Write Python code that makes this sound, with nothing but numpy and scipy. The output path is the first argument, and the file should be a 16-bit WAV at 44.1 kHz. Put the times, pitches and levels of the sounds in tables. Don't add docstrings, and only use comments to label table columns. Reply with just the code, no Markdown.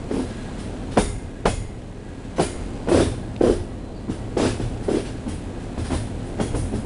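import sys
import numpy as np
from scipy import signal
from scipy.fft import rfft, irfft, next_fast_len
from scipy.io import wavfile
from scipy.ndimage import uniform_filter1d

SR = 44100
rng = np.random.default_rng(int(sys.argv[2]) if len(sys.argv) > 2 else 0)


def transcribe(u):
    v = np.clip(np.atleast_2d(u).T, -1, 1)
    q = np.round(v * 32767).astype(np.int16)
    wavfile.write(sys.argv[1], SR, q)


N = 302085
TIME = np.arange(N) / SR


def from_db(db):
    return 10 ** (np.asarray(db) / 20)


def unit_power(x):
    return x / np.sqrt(np.mean(x ** 2) + 1e-20)


def evened(x, span_s):
    return x / np.sqrt(np.abs(uniform_filter1d(x ** 2, int(span_s * SR))) + 1e-20)


def in_time(rows):
    times, *columns = np.transpose(rows)
    return [np.interp(TIME, times, column) for column in columns]


def colour(x, spectrum, peaks=()):
    size = 2 * next_fast_len(x.shape[-1] // 2 + SR // 16)
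    hz = np.maximum(np.arange(size // 2 + 1) * SR / size, 1)
    points = np.array(spectrum)
    db = np.interp(np.log(hz), np.log(points[:, 0]), points[:, 1])
    for centre, width, lift in peaks:
        db = db + lift / (1 + (2 * (hz - centre) / width) ** 2)
    cepstrum = irfft(db * np.log(10) / 20)
    cepstrum[1:size // 2] *= 2
    cepstrum[size // 2 + 1:] = 0
    return irfft(rfft(x, size) * np.exp(rfft(cepstrum)), size)[..., :x.shape[-1]]


def resonate(x, hz, width_hz):
    radius = np.exp(-np.pi * width_hz / SR)
    feedback = [1, -2 * radius * np.cos(2 * np.pi * hz / SR), radius ** 2]
    return signal.lfilter(np.array([1, 0, -1]) * (1 - radius ** 2) / 2, feedback, x + 1e-18)


def noise_bursts(count, rise_s, t60, tail_db, tail_t60):
    t = TIME[:SR // 2]
    fall = from_db(-60 * t / t60) + from_db(tail_db - 60 * t / tail_t60)
    return rng.standard_normal((count, len(t))) * (1 - np.exp(-t / rise_s)) * fall


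def placed(bursts, times, levels_db):
    out = np.zeros(N)
    for s, burst, db in zip(times, bursts, levels_db):
        start = int(s * SR)
        burst = burst * from_db(db) * np.sqrt(.02 * SR / np.sum(burst ** 2))
        out[start:start + len(burst)] += burst[:N - start]
    return out


def grains(per_s, spread_db):
    touches = rng.random(N) < per_s / SR
    return touches * rng.standard_normal(N) * from_db(spread_db * rng.standard_normal(N))


# pitch in Hz, relative level in dB.
STEEL_TONES = [(1640, -4.5), (1945, -11), (2525, -13.5), (2920, -22), (3190, -21), (4100, -13), (4850, -18)]


def singing_steel():
    out = np.zeros(N)
    for hz, db in STEEL_TONES:
        wander = np.interp(TIME * 4.3, np.arange(400), rng.standard_normal(400))
        tone = unit_power(resonate(rng.standard_normal(N), hz, width_hz=34))
        out += from_db(db + 7 * wander) * tone
    return out


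# pitch in Hz, width in Hz, lift in dB.
PANEL_PEAKS = [(214, 26, 3.5), (256.8, 21.6, 6.5), (305.6, 23, 3.5), (353.4, 9.8, 5.5), (412, 10, 6),
               (495, 23, 2), (850, 43, -2), (1370, 60, -0.5), (1520, 80, 5.5)]
# frequency in Hz, relative level in dB.
ROAR_CURVE = [(20, -30), (100, -5), (170, 0.5), (260, -2), (380, -5.5), (520, -7.5), (800, -12),
              (1150, -22), (1700, -34.5), (2600, -36.5), (4500, -39), (11000, -86.5)]
HISS_CURVE = [(300, -3.5), (1500, 4), (3200, -1.5), (4200, -4), (4900, -7.5), (6000, -8), (8000, -6.5),
              (9000, -9.5), (9900, -6.5), (11000, -27)]
# time in seconds, then roar and hiss in relative dB.
ROLLING_LEVELS = [(0.0, -34.5, -48), (0.36, -34, -45), (0.92, -33, -47.5), (1.18, -37, -51),
                  (1.95, -39, -52.5), (2.61, -34, -46.5), (2.96, -33, -48.5), (3.97, -36.5, -52.5),
                  (4.48, -33, -47.5), (5.36, -34.5, -48.5), (6.62, -32.5, -46.5), (6.85, -32, -48)]


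def rolling():
    roar_db, hiss_db = in_time(ROLLING_LEVELS)
    roar = evened(colour(grains(per_s=9000, spread_db=1.27), ROAR_CURVE, PANEL_PEAKS), span_s=0.089)
    hiss = unit_power(colour(grains(per_s=25000, spread_db=3.5), HISS_CURVE))
    singing = from_db(hiss_db - 9.5) * singing_steel()
    return from_db(roar_db + .5) * roar + from_db(hiss_db - .5) * hiss + singing


def coach_body(modes, span_s):
    boom = sum(from_db(db) * resonate(rng.standard_normal(N + SR), hz, width) for hz, width, db in modes)
    lowpass = signal.butter(2, 1.28 * modes[-1][0], fs=SR, output="sos")
    return evened(signal.sosfilt(lowpass, boom)[SR:], span_s)


def jolt_swell(times, force_db, rise_s, t60=1.0):
    t = TIME[:SR]
    response = (1 - np.exp(-t / rise_s)) * from_db(-60 * t / t60)
    energy = np.bincount((times * SR).astype(int), from_db(force_db) ** 2, N)
    return np.sqrt(np.abs(signal.fftconvolve(energy, response ** 2)[:N]))


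# pitch in Hz, width in Hz, relative level in dB.
BODY_BOOM = [(84.1, 7.8, -2), (112.4, 6.3, -1)]
BODY_HEAVE = [(27.3, 15, 1.5), (43.2, 6, 9)]
# start in seconds, strength in dB.
TRACK_DIPS = [(.98, -23), (1.46, -23), (2.54, -28), (3.44, -23), (4.62, -28), (6.51, -24.5)]


def rumble(times, jolt_db):
    roar_db, _ = in_time(ROLLING_LEVELS)
    shake = jolt_swell(times, jolt_db, rise_s=0.015)
    lurch = jolt_swell(*np.transpose(TRACK_DIPS), rise_s=0.014)
    sway = np.hypot(lurch, from_db(-12) * shake)
    boom = np.hypot(from_db(roar_db - 3), shake) * coach_body(BODY_BOOM, span_s=0.15)
    heave = np.hypot(from_db(roar_db - 2), sway) * coach_body(BODY_HEAVE, span_s=0.11)
    return boom + heave


# start in seconds, pitch in Hz, width in Hz,
# level in dB, rise in seconds, seconds to fall 60 dB.
METAL_CHINKS = [(3.362, 3120, 2200, -45.5, .001, 0.02), (3.94, 4540, 220, -54, .015, 0.27),
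                (6.401, 3330, 110, -41, .005, 0.56)]


def chinks(rows):
    t, bursts = TIME[:SR], []
    for _, hz, width, _, rise_s, t60 in rows:
        half_width = np.clip(width, .03 * hz, 1.2 * hz) / 2
        band = signal.butter(2, [hz - half_width, hz + half_width], "band", fs=SR, output="sos")
        cluster = signal.sosfilt(band, rng.standard_normal(2 * SR))[SR:]
        bursts.append(evened(cluster, span_s=.06) * (1 - np.exp(-t / rise_s)) * from_db(-60 * t / t60))
    return placed(bursts, [row[0] for row in rows], [row[3] for row in rows])


def loose_parts(bursts, curve, range_hz, width_hz, lift_db, count):
    pitches = rng.uniform(*range_hz, (len(bursts), count))
    return [colour(burst, curve, [(hz, width_hz, lift_db) for hz in row])
            for burst, row in zip(bursts, pitches)]


# frequency in Hz, relative level in dB.
RATTLE_CURVE = [(200, -16), (800, 6.5), (1700, 4), (2400, 1.5), (3300, 2.5), (4300, -1), (4900, 0.5),
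                (5900, -3.5), (6900, -7.5), (7600, -3), (10500, -29.5)]
JINGLE_CURVE = [(1000, -41), (5000, -6.5), (7500, -7), (8900, 2), (9400, 1.5), (10000, 2), (10600, -7),
                (12000, -47)]
# start in seconds, then rattle and jingle in relative dB.
STRAY_RATTLES = [(.29, -45, -69), (.58, -41, -45), (0.908, -39.5, -47), (2.359, -38, -44), (4.65, -52, -54),
                 (4.824, -44.5, -46), (5.045, -38.5, -49), (5.591, -49, -54), (5.839, -36.5, -41),
                 (6.24, -59, -49.5), (6.589, -55, -45)]


def fittings(times, rattle_db, jingle_db):
    shakes = noise_bursts(len(times), rise_s=0.012, t60=0.33, tail_db=-15.5, tail_t60=0.73)
    rattle = loose_parts(shakes, RATTLE_CURVE, range_hz=(1204, 8470), width_hz=74, lift_db=5.5, count=16)
    shivers = noise_bursts(len(times), rise_s=0.02, t60=0.44, tail_db=-19, tail_t60=0.79)
    jingle = loose_parts(shivers, JINGLE_CURVE, range_hz=(9140, 10300),
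                         width_hz=110, lift_db=3.5, count=5)
    return placed(rattle, times, rattle_db + 0.46) + placed(jingle, times, jingle_db)


# pitch in Hz, width in Hz, level in dB relative to the crack,
# rise in seconds, seconds to fall 60 dB.
RAIL_TONES = [(2107, 83, -25.5, 0.03, 0.95), (6880, 310, -25, 0.056, 0.55)]


def rail_ring(clacks, hard_crack_db=-29):
    return chinks([(s, hz, width, crack_db + db, rise_s, t60)
                   for s, _, crack_db, *_ in clacks if crack_db > hard_crack_db
                   for hz, width, db, rise_s, t60 in RAIL_TONES])


def with_push(bursts, push_db, delay_s):
    pulse = np.arange(bursts.shape[1]) == int(delay_s * SR)
    return bursts + from_db(push_db) * np.linalg.norm(bursts, axis=1, keepdims=True) * pulse


# multiple of its pitch, relative level in dB.
KNOCK_CURVE = [(.17, -39.5), (.43, -13.5), (.72, -1), (1.1, 0), (1.6, -5.5), (2.1, -19.5), (3.1, -26.5),
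               (7, -43.5), (23, -84)]
# frequency in Hz, relative level in dB.
CRACK_CURVE = [(100, -5), (180, 11), (300, -16.5), (550, 4.5), (900, 1.5), (1150, -7.5), (1800, -13),
               (2500, -18), (10000, -36.5)]


def wheel_blows(times, knock_db, crack_db, pitch_hz):
    dip_s = .004
    thuds = noise_bursts(len(times), rise_s=0.00053, t60=0.2, tail_db=-4.0, tail_t60=0.27)
    thuds = with_push(thuds, push_db=-4.5, delay_s=0.00599)
    knocks = [colour(thud, np.array(KNOCK_CURVE) * [hz, 1], PANEL_PEAKS)
              for thud, hz in zip(thuds, pitch_hz)]
    snaps = noise_bursts(len(times), rise_s=0.00057, t60=0.099, tail_db=-9.5, tail_t60=0.18)
    snaps = with_push(snaps, push_db=-12.5, delay_s=0.00144)
    cracks = colour(snaps, CRACK_CURVE, PANEL_PEAKS)
    return placed(knocks, times - dip_s, knock_db + .5) + placed(cracks, times, crack_db + .4)


def grazes(clacks, lead_s=.013):
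    times, knock_db, crack_db, *_, pitch_hz, graze_db = np.transpose(clacks)
    return wheel_blows(times - lead_s, knock_db + graze_db, crack_db + graze_db, pitch_hz)


# start in seconds, five relative levels in dB (knock, crack,
# rattle, jingle, jolt to the body), knock pitch in Hz, graze in dB relative to the clack.
JOINT_CLACKS = [(0.972, -14.5, -14.5, -27, -27.5, -24, 332, -20),
                (1.455, -16.5, -15, -28.5, -32, -23, 410, -35),
                (2.395, -15.5, -16.5, -27.5, -29.5, -31, 376, -9),
                (2.885, -19.5, -24, -33, -34.5, -34, 360, -8.5),
                (4.095, -23.5, -38.5, -40, -46.5, -27.5, 260, -4),
                (4.598, -25, -38, -38.5, -47, -26.5, 293, -28),
                (5.277, -28.5, -40, -39.5, -40.5, -30.5, 248, -1),
                (5.776, -26.5, -34, -39, -44.5, -26, 305, -19),
                (6.399, -20, -23, -34.5, -35.5, -22.5, 293, -8.5),
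                (6.547, -23.5, -30.5, -42, -34.5, -24.5, 347, -7),
                (6.738, -24.5, -34.5, -41, -43.5, -31, 252, -4.5)]
# start in seconds, the same five levels, first pitch in Hz,
# seconds between knocks.
WORN_RUNS = [(0.11, -22, -35, -41.5, -46, -42, 312, 0.028),
             (2.917, -12.5, -24, -29, -35.5, -24.5, 399, 0.028),
             (3.41, -13.5, -31.5, -36, -42, -31.5, 404, .029),
             (4.37, -17.5, -28.5, -29, -38, -29, 437, 0.027),
             (4.885, -17.5, -43, -37.5, -43.5, -37, 380, 0.028),
             (5.904, -25.5, -31, -38, -40.5, -29, 262, .012)]


def all_blows(knocks_per_run=4, fade_db=0.24, pitch_kept=0.95):
    knocks = [(s + k * gap_s, *(np.array(levels_db) - k * fade_db), hz * pitch_kept ** k)
              for s, *levels_db, hz, gap_s in WORN_RUNS for k in range(knocks_per_run)]
    return np.array([row[:-1] for row in JOINT_CLACKS] + knocks)


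def scene():
    times, knock_db, crack_db, rattle_db, jingle_db, jolt_db, pitch_hz = all_blows().T
    blows = wheel_blows(times, knock_db, crack_db, pitch_hz)
    blows += grazes(JOINT_CLACKS) + rail_ring(JOINT_CLACKS)
    metal = fittings(times, rattle_db, jingle_db)
    metal += fittings(*np.transpose(STRAY_RATTLES)) + chinks(METAL_CHINKS)
    return (blows + metal + rolling() + rumble(times, jolt_db))[None]


def record(dry):
    ceiling, cutoff_hz = 1.3, 10650
    lowpass = signal.ellip(10, .2, 70, cutoff_hz, fs=SR, output="sos")
    return signal.sosfilt(lowpass, ceiling * np.tanh(dry / ceiling))


dry = scene()
out = record(dry)
transcribe(out)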